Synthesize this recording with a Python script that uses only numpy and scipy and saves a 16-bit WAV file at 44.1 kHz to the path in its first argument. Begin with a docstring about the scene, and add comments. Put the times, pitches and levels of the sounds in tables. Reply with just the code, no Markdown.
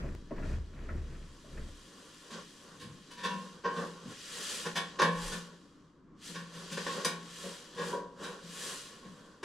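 """Hollow knocks rumble through a workshop bench as the clamp knobs of a hand brake are loosened.
Then a long channel of bent sheet steel is turned over in the hands. Each catch and tap sets its
modes clanking and its wide flanges booming; palms and sleeves hiss along it and make it sing.
Underneath are a few soft body bumps and a quiet room hum."""
import sys
import numpy as np
from scipy import signal
from scipy.fft import rfft, irfft
from scipy.io import wavfile
from scipy.ndimage import map_coordinates

SR = 44100
rng = np.random.default_rng(int(sys.argv[2]) if len(sys.argv) > 2 else 0)


def waveform_to_disk(signal):
    """Save audio, clipped to [-1, 1], as 16-bit WAV at the path in sys.argv[1]."""
    frames = np.transpose(np.atleast_2d(signal))
    scaled = np.clip(frames, -1, 1) * 32767
    samples = np.round(scaled).astype(np.int16)
    wavfile.write(sys.argv[1], SR, samples)


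N = 416304
TIME = np.arange(N) / SR
FREQ = np.maximum(np.arange(N // 2 + 1) * SR / N, 1)

# The clear notes of the steel channel. Each row: pitch in Hz, relative level in dB.
STEEL_MODES = [ (170, -7), (180, -10), (190, -8), (230, -11), (300, -14), (376, -9), (415, -9), (463, -9),
               (476, -9), (489, -7), (523, -11), (551, -10), (578, -12), (694, -18), (790, -21), (852, -18),
               (974, -10), (1020, -14), (1067, -8), (1080, -10), (1098, -9), (1120, -11), (1177, -13),
               (1385, -15), (1456, -14), (1527, -11), (1556, -12), (1585, -13), (1656, -13), (1715, -13),
               (1744, -12.5), (1790, -14), (1851, -13), (1880, -14), (2650, -17), (2768, -15), (2980, -15),
               (3050, -15), (3400, -13), (3570, -11), (3844, -11), (4732, -14), (5055, -14), (5950, -15)]
# The steel's wash: crowds of modes too close to tell apart.
# Each row: centre in Hz, width in Hz, relative level in dB, T60 in seconds.
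STEEL_CROWDS = [(200, 60, -3, .3), (470, 180, 2, .34), (780, 220, -5, .2), (1040, 170, .5, .42),
                (1650, 400, 2, .32), (2300, 500, 0, .25), (3400, 900, 7, .38), (5200, 2000, 8.5, .22),
                (8530, 3600, 8, .32), (14500, 4000, -4, .22)]
# The hollow voice of the cast clamp on its bench.
# Each row: centre in Hz, width in Hz, relative level in dB, T60 in seconds.
CLAMP_BANDS = [(232, 200, 3, 0.6), (353, 130, -4, 0.085), (603, 86, 7.5, 0.13), (1017, 180, -3.5, 0.17),
               (1360, 160, 9.5, 0.13), (1810, 330, 13, 0.088), (2460, 330, 11.5, 0.043)]


def undb(db):
    """Decibels to gain."""
    return 10 ** (np.asarray(db) / 20)


def unit(x):
    """Scale to rms 1."""
    return x / np.sqrt(np.mean(x ** 2))


def colour(points):
    """An EQ curve through (Hz, dB) points."""
    hz, db = np.transpose(points)
    return undb(np.interp(np.log(FREQ), np.log(hz), db))


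def resonance(hz, width, order=2):
    """The EQ curve of a steep-sided resonance."""
    return 1 / (1 + ((FREQ ** 2 - hz ** 2) / (1.5 * FREQ * width)) ** order)


def noise(gain):
    """Noise of rms 1 shaped by an EQ curve."""
    real, imag = rng.standard_normal((2, len(FREQ)), dtype=np.float32) * gain.astype(np.float32)
    return unit(irfft(real + 1j * imag, N))


def flutter(rate_hz, db):
    """A gain that wanders at random, about rate_hz times a second."""
    return undb(db * noise(1 / (1 + (FREQ / rate_hz) ** 4)))


def wobble(hz, width):
    """A swing of even strength whose period wanders."""
    phase = np.angle(signal.hilbert(noise(resonance(hz, width))))
    return unit(np.cos(phase))


def add(out, start, x):
    """Mix x into out from start seconds on."""
    i = int(np.clip(start * SR, 0, N - 1))
    out[i:i + len(x)] += x[:N - i]


def effort(peak, rise, fall):
    """A hand movement gathers speed, reaches 1 at peak seconds and eases off."""
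    width = np.where(TIME < peak, max(rise, .005), max(fall, .005))
    return np.exp(-np.minimum(np.abs(TIME - peak) / width, 20) ** 1.5)


def ring_on(power, t60):
    """Amplitude of a resonator that is fed this power and dies away in t60 seconds."""
    keep = np.exp(-2 * np.log(1000) / (t60 * SR))
    return np.sqrt(signal.lfilter([1 - keep], [1, -keep], power + 1e-18))


def dying_bands(bands, count, size):
    """For each of count blows, a fresh decaying stretch of every noisy resonance."""
    rolloff = 1 / np.sqrt(1 + (FREQ / 11000) ** 12)
    sources = [noise(resonance(hz, width, order=4) * rolloff) for hz, width, _, _ in bands]
    fades = np.array([undb(db - 60 * TIME[:size] / t60) for _, _, db, t60 in bands])
    for start in rng.integers(0, N - size, count):
        yield fades * np.array([x[start:start + size] for x in sources])


def room_hum(level_db=-60):
    """A low bed of room noise that wavers a little."""
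    # The hum's colour. Each row: frequency in Hz, relative level in dB.
    hum_eq = [(20, -4.5), (45, -1.5), (90, -7.5), (130, -0.5), (170, 5), (230, 0.5), (300, 5), (450, -10.5),
              (780, -21.5), (1100, -9.5), (2200, -29.5), (6000, -69)]
    return undb(level_db) * noise(colour(hum_eq)) * flutter(4, db=1.1)


def body_bumps():
    """Soft low bumps of a body moving at the bench."""
    # The bumps. Each row: middle in seconds, half length in seconds, pitch in Hz, level in dB.
    bumps = [(2.871, 0.067, 149, -46.5), (4.084, 0.04, 182, -43.5), (5.28, 0.098, 29.6, -48)]
    out = np.zeros(N)
    for middle, half_length, hz, db in bumps:
        swell = np.exp(-((TIME - middle) / half_length) ** 2)
        out += undb(db) * swell * noise(resonance(hz, hz / 2))
    return out


def knob_twists(sway_db=5, thud_db=-1, rattle_db=-1):
    """Each twist scrapes the thread and rattles the brake; the bench sways and thuds in two low modes."""
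    # Turns of the knobs. Each row: hardest moment, rise and fall in seconds,
    # then relative levels in dB of the push, the thud's offset from it and the thread's scrape.
    twists = [(.05, 0.15, 0.098, -43, 2.5, -61.5), (.39, 0.071, 0.18, -42, -15, -70),
              (.53, 0.095, 0.062, -44.5, 12, -61), (0.811, 0.084, 0.089, -47, 2, -62),
              (.95, 0.068, 0.068, -44, 10, -68), (1.15, 0.21, 0.13, -50, -1.5, -67.5),
              (1.59, 0.077, 0.082, -46, 3.5, -66)]
    push = weight = scrape = 0
    for peak, rise, fall, push_db, weight_db, thread_db in twists:
        power = effort(peak, rise, fall) ** 2
        push += power * undb(push_db) ** 2
        weight += power * undb(push_db + weight_db) ** 2
        scrape += power * undb(thread_db) ** 2
    frame = noise(colour([(80, -36), (130, 5), (260, -6.5), (360, -6), (600, -14),
                          (800, -23.5), (1900, -22.5), (4000, -56)]))
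    thread_eq = sum(resonance(hz, width) for hz, width, _, _ in CLAMP_BANDS if hz > 800)
    thread = noise(thread_eq * colour([(3000, 0), (12000, -22)])) * flutter(90, db=3.5)
    sway = undb(sway_db) * ring_on(push, t60=.49) * wobble(hz=28.4, width=11.1)
    thud = undb(thud_db) * ring_on(weight, t60=.38) * wobble(hz=68.8, width=13.9)
    rattle = undb(rattle_db) * np.sqrt(push) * frame
    return sway + thud + rattle + np.sqrt(scrape) * thread


def clamp_knocks(click_above_hz=1200):
    """The knobs and clamping bar knock, briefly ringing the clamp's hollow resonances."""
    # The knocks. Each row: start in seconds, swell in seconds, relative level in dB, click offset in dB.
    knocks = [(.036, 0.0054, -48.5, -24), (.306, 0.0094, -43.5, -21.5), (0.379, 0.0053, -51, -12),
              (0.423, 0.012, -56.5, 0.5), (.451, .002, -57, -11), (0.885, 0.013, -52, -1),
              (1.44, 0.015, -59.5, -24), (1.573, 0.0056, -61, -1.5)]
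    out, size = np.zeros(N), SR // 2
    is_click = np.array(CLAMP_BANDS)[:, 0] > click_above_hz
    for (start, swell, db, click_db), bands in zip(knocks, dying_bands(CLAMP_BANDS, len(knocks), size)):
        attack = np.minimum(TIME[:size] / swell, 1)
        add(out, start, attack * (undb(db + click_db * is_click) @ bands))
    return out


def ring_time(hz, t60=.55, knee_hz=2940, lingering_hz=(170, 852), lingering_t60=.78):
    """T60 of a steel mode: short waves die sooner, and two notes the hands barely damp linger."""
    return np.where(np.isin(hz, lingering_hz), lingering_t60, t60 / np.hypot(1, hz / knee_hz))


def stroke_envelopes():
    """Hiss follows the hand's speed, its top octave more steeply; the steel sings on after each stroke."""
    # Strokes of a palm or sleeve. Each row: fastest moment, rise and fall in seconds,
    # then relative levels in dB of the hiss, the top octave's offset from it and the singing steel.
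    strokes = [(.05, .1, 0.32, -66.5, -6.5, -63), (.51, 0.13, 0.086, -60.5, -6, -82),
               (2.3, 1.49, 1.1, -59.5, -3.5, -57), (2.335, 0.028, 0.088, -50.5, -19, -46),
               (3.402, 0.32, 0.21, -57, -6, -50.5), (3.809, 0.12, 0.18, -53.5, -5, -39),
               (4.12, 0.061, 0.051, -56, -4, -46), (4.54, 0.31, 0.17, -42.5, -0.5, -46.5),
               (4.82, 0.07, 0.22, -54.5, -12, -40.5), (5.28, 0.13, 0.14, -45.5, -0.5, -43),
               (5.541, 0.071, 0.32, -68, -6.5, -56.5), (6.267, 0.045, 0.15, -50, -1, -65),
               (6.588, 0.11, 0.3, -65, 6, -52.5), (6.93, 0.29, 0.21, -45.5, -6, -41.5),
               (7.45, 0.2, 0.21, -49, -2, -46.5), (7.879, 0.12, 0.097, -48, -2.5, -39),
               (8.242, 0.046, 0.13, -52.5, -3.5, -42.5), (8.66, .16, 0.2, -45, 1.5, -45.5),
               (9.12, 1.13, 0.33, -64, -5, -50)]
    hiss = top = sing = 0
    for peak, rise, fall, hiss_db, top_db, sing_db in strokes:
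        speed = effort(peak, rise, fall)
        hiss += (undb(hiss_db) * speed) ** 2
        top += (undb(hiss_db + top_db) * speed ** 1.45) ** 2
        sing += (undb(sing_db) * speed) ** 2
    return np.sqrt(hiss), np.sqrt(top), ring_on(sing, t60=.12)


def rubbing(hiss_db=.83, top_db=-3, sing_db=-4):
    """Skin and cloth slide on the sheet: a fine, grainy hiss, and the steel's low modes singing along."""
    # The colour of the friction. Each row: frequency in Hz, relative level in dB.
    hiss_eq = [(90, -33), (160, -11), (400, -7), (780, -10), (1100, -1), (1700, 7), (2250, -0.5),
               (3000, 4.5), (5000, 3.5), (7500, 0.5), (10000, -5), (12000, -14), (15500, -25)]
    hiss, top, sing = stroke_envelopes()
    # the sheet's crowded treble modes ripple the hiss
    ripple_hz = np.arange(0, SR / 2, 35)
    ripple_db = 3.2 * rng.standard_normal(len(ripple_hz))
    tint = colour(hiss_eq) * undb(np.interp(FREQ, ripple_hz, ripple_db))
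    top_share = 1 / (1 + (7000 / FREQ) ** 8)
    friction = hiss * noise(tint * np.sqrt(1 - top_share))
    friction += undb(top_db) * top * noise(tint * np.sqrt(top_share))
    grain = flutter(500, db=1.2)
    mode_power = sum(undb(2 * db) * resonance(hz, 10 / ring_time(hz)) ** 2
                     for hz, db in STEEL_MODES if hz < 2000)
    crowd_power = sum(undb(2 * db) / width * resonance(hz, width, order=4) ** 2
                      for hz, width, db, _ in STEEL_CROWDS if hz < 2000)
    sing_eq = colour([(170, -3), (480, -2), (950, -3.5), (1100, -3), (1300, 3), (1700, -10.5)])
    notes = undb(-3) * noise(np.sqrt(mode_power) * sing_eq)
    wash = undb(-6.5) * noise(np.sqrt(crowd_power) * sing_eq)
    touch = flutter(7, db=3.5)  # the fingers press and let go
    return undb(hiss_db) * friction * grain + undb(sing_db) * sing * (notes + wash) * touch


def sheet_modes(t, fine_count=64, bloom_cycles=6):
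    """Pitches and decaying cosine and sine rings of the clear modes plus a shimmer of fine treble ones."""
    clear_hz, clear_db = np.transpose(STEEL_MODES)
    fine_hz = np.geomspace(2200, 10000, fine_count) * np.exp(.005 * rng.standard_normal(fine_count))
    fine_db = -17 + 3 * rng.uniform(-1, 1, fine_count)
    hz, db = np.r_[clear_hz, fine_hz], np.r_[clear_db, fine_db]
    fade = undb(db[:, None] - 60 * t / ring_time(hz)[:, None])
    # the wide flanges take several cycles to start flapping
    flanges = hz <= 230
    fade[flanges] *= 1 - np.exp(-t * hz[flanges, None] / bloom_cycles)
    angle = np.outer(2 * np.pi * hz, t)
    return hz, np.vstack([fade * np.cos(angle), fade * np.sin(angle)]).astype(np.float32)


def clanks(modes_db=4.5, crowds_db=-5.5, treble_crowds_db=-2, flange_db=8, grip_t60=.91, detune=.005):
    """Each blow swells as the sheet chatters on the hand, then rings; the spot struck favours some modes."""
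    # Catches and taps. Each row: start in seconds, swell in seconds, relative level near 1 kHz in dB,
    # flange boom in dB, hardness as treble dB, freedom to ring (1 = free sheet), flapping flange in Hz,
    # and a list of favoured modes, each a pitch in Hz and a lift in dB.
    blows = [(2.3, 0.0074, -58.5, 10, -2.5, 1, 230, [(415, 12)]),
             (2.793, 0.032, -55.5, 5, 2.5, 1, 170, [(489, 13), (1067, 9.5)]),
             (3.105, 0.012, -59.5, 2, 0.5, 1, 230, [(974, 9), (2980, 15)]),
             (3.167, 0.084, -42, -2, -1, 0.49, 190, [(974, 12), (1790, 12)]),
             (3.229, 0.027, -38.5, -1.5, -3, 0.87, 190, [(1067, 10), (974, 10), (489, 4.5), (1790, 7.5),
             (2650, 12), (3400, 10), (3570, 8)]), (3.3, 0.016, -50, 12, -7, 1, 190, [(1067, 19), (974, 19),
             (2768, 21)]), (3.637, 0.023, -37.5, -3.5, -14.5, 1, 180, [(1067, 11), (1556, 12.5), (463, 7.5),
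             (974, 9.5), (3050, 14.5)]), (3.755, .02, -46.5, 5.5, -7, 1, 170, [(463, 16), (1067, 14)]),
             (4.65, .021, -36.5, 2, -8, 0.28, 170, [(476, 7.5), (1020, 10.5), (852, 6.5), (1585, 3)]),
             (4.751, 0.024, -34.5, -5.5, -1.5, 0.55, 170, [(790, 12), (694, 11), (1744, 1), (1851, 8.5)]),
             (4.987, 0.013, -30, -20, -10.5, 1, 180, [(852, 6.5), (1177, 4), (376, 9.5)]),
             (5.016, 0.0027, -31, 0, -9, 1, 170, [(1067, 8), (1120, 9.5), (1585, 4.5), (523, 4.5)]),
             (5.316, 0.015, -46.5, 12, -1.5, 0.5, 170, [(974, 7), (1456, 13), (1744, 12)]),
             (6.282, 0.014, -61.5, 18, -15, 0.67, 170, []),
             (6.341, 0.023, -47.5, 1, -3.5, 1, 170, [(1120, 6.5), (1715, 6.5)]),
             (6.53, 0.049, -52, 8.5, 1, .63, 170, []), (6.711, 0.02, -49, 14.5, 3, 0.5, 170, [(551, 15)]),
             (6.77, 0.0051, -42.5, 2, -7, 0.54, 170, [(463, 4), (1744, 3)]),
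             (6.863, 0.0048, -38, -8, -11.5, 0.33, 230, [(300, 7)]),
             (6.895, 0.024, -47, -9, -3, 0.4, 230, [(1080, 19.5)]),
             (7.047, .00083, -39.5, 2, -1.5, 0.54, 170, [(1098, 8.5), (1020, 9.5), (4732, 14), (5055, 17),
             (5950, 18)]), (7.058, .0044, -41.5, 2.5, -9, 1, 170, [(1098, 11), (3844, 18)]),
             (7.432, 0.035, -45, 13, -22.5, 0.28, 180, [(551, 8.5)]),
             (7.768, 0.06, -34.5, .5, -10, 0.57, 170, [(476, 12), (1656, 10.5)]),
             (7.924, 0.013, -43.5, -3, -30, 0.99, 190, [(974, 15.5), (1020, 12), (1556, 10), (551, 3.5)]),
             (8.222, 0.029, -49, -3, 0, 0.92, 180, []), (8.41, 0.044, -58.5, 13, -14, 0.72, 170, []),
             (9.02, 0.055, -51.5, 10.5, -10, 0.39, 190, [(1080, 14)]),
             (9.428, 0.0053, -44.5, -1, -7, 1, 180, [(376, 10)])]
    # The points of a blow's EQ curve, from boom to air. Each entry: frequency in Hz.
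    zone_hz = [230, 300, 620, 850, 1200, 1400, 1900, 2800, 6000, 7500]
    t = TIME[:SR * 3 // 5]
    hz, modes = sheet_modes(t)
    clear_hz = np.array(STEEL_MODES)[:, 0]
    crowd_hz = np.array(STEEL_CROWDS)[:, 0]
    crowd_trim_db = crowds_db + treble_crowds_db * (crowd_hz > 2000)
    # short waves have many nodes, so their strength varies more from blow to blow
    spread_db = 2.8 * np.sqrt(np.minimum(hz, 3000) / 1500)
    chance = rng.standard_normal((len(blows), 4, len(hz)))
    crowds = dying_bands(STEEL_CROWDS, len(blows), len(t))
    out = np.zeros(N)
    for blow, (phase_y, phase_x, scatter, drift), crowd in zip(blows, chance, crowds):
        start, swell, level_db, boom, hardness, freedom, flange_hz, favoured = blow
        swell = max(swell, .001)
        # a soft palm stirs the low middle, a hard knuckle the clang and the top octave
        body = -5.5 + .28 * boom - .44 * hardness
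        clang = 2.04 + .32 * hardness
        air = -5.5 + 2.02 * hardness - 2 * np.log2(swell / .031)  # a slow contact is duller
        zone_db = [boom, body, body, 0, 0, clang, clang, hardness, hardness, air]
        lift_db = spread_db * scatter
        for near_hz, db in [(flange_hz, flange_db)] + favoured:
            lift_db[np.argmin(np.abs(clear_hz - near_hz))] = db
        gain = undb(np.interp(hz, zone_hz, zone_db) + lift_db + modes_db)
        phase = np.arctan2(phase_y, phase_x)
        tone = np.r_[gain * np.cos(phase), gain * np.sin(phase)].astype(np.float32) @ modes
        # the changing grip retunes the sheet a little, and a firm one shortens the ring
        tone = map_coordinates(tone, [t * SR * (1 + detune * drift[0])])
        grip = undb(-60 * t / grip_t60 * (1 / freedom - 1))
        crash = undb(np.interp(crowd_hz, zone_hz, zone_db) + crowd_trim_db) @ crowd
        attack = np.minimum(t / swell, 1)
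        add(out, start, undb(level_db) * attack * grip * (tone + crash))
    return out


def scene(walls_t60=.11, pan_db=.35):
    """Everything sounds close in front; reflections from the walls spread the treble."""
    # The wall reflections. Each row: frequency in Hz, level against the direct sound in dB.
    wall_eq = [(30, -28), (150, -17.5), (220, -18), (360, -15), (700, -11.5), (1200, -6.5), (5000, -7),
               (10000, -7), (14000, -1)]
    mid = clanks() + rubbing() + clamp_knocks() + knob_twists() + body_bumps() + room_hum()
    walls = rng.standard_normal(N) * undb(-60 * TIME / walls_t60) * (TIME > .002)
    walls /= np.sqrt(np.sum(walls ** 2))
    side = irfft(rfft(mid) * rfft(walls) * colour(wall_eq), N)
    return np.array([(mid + side) * undb(pan_db), (mid - side) * undb(-pan_db)])


def record(dry):
    """A steep low-pass trims the air above 15.7 kHz."""
    return signal.sosfilt(signal.ellip(10, .2, 70, 15700, fs=SR, output="sos"), dry)


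dry = scene()
out = record(dry)
waveform_to_disk(out)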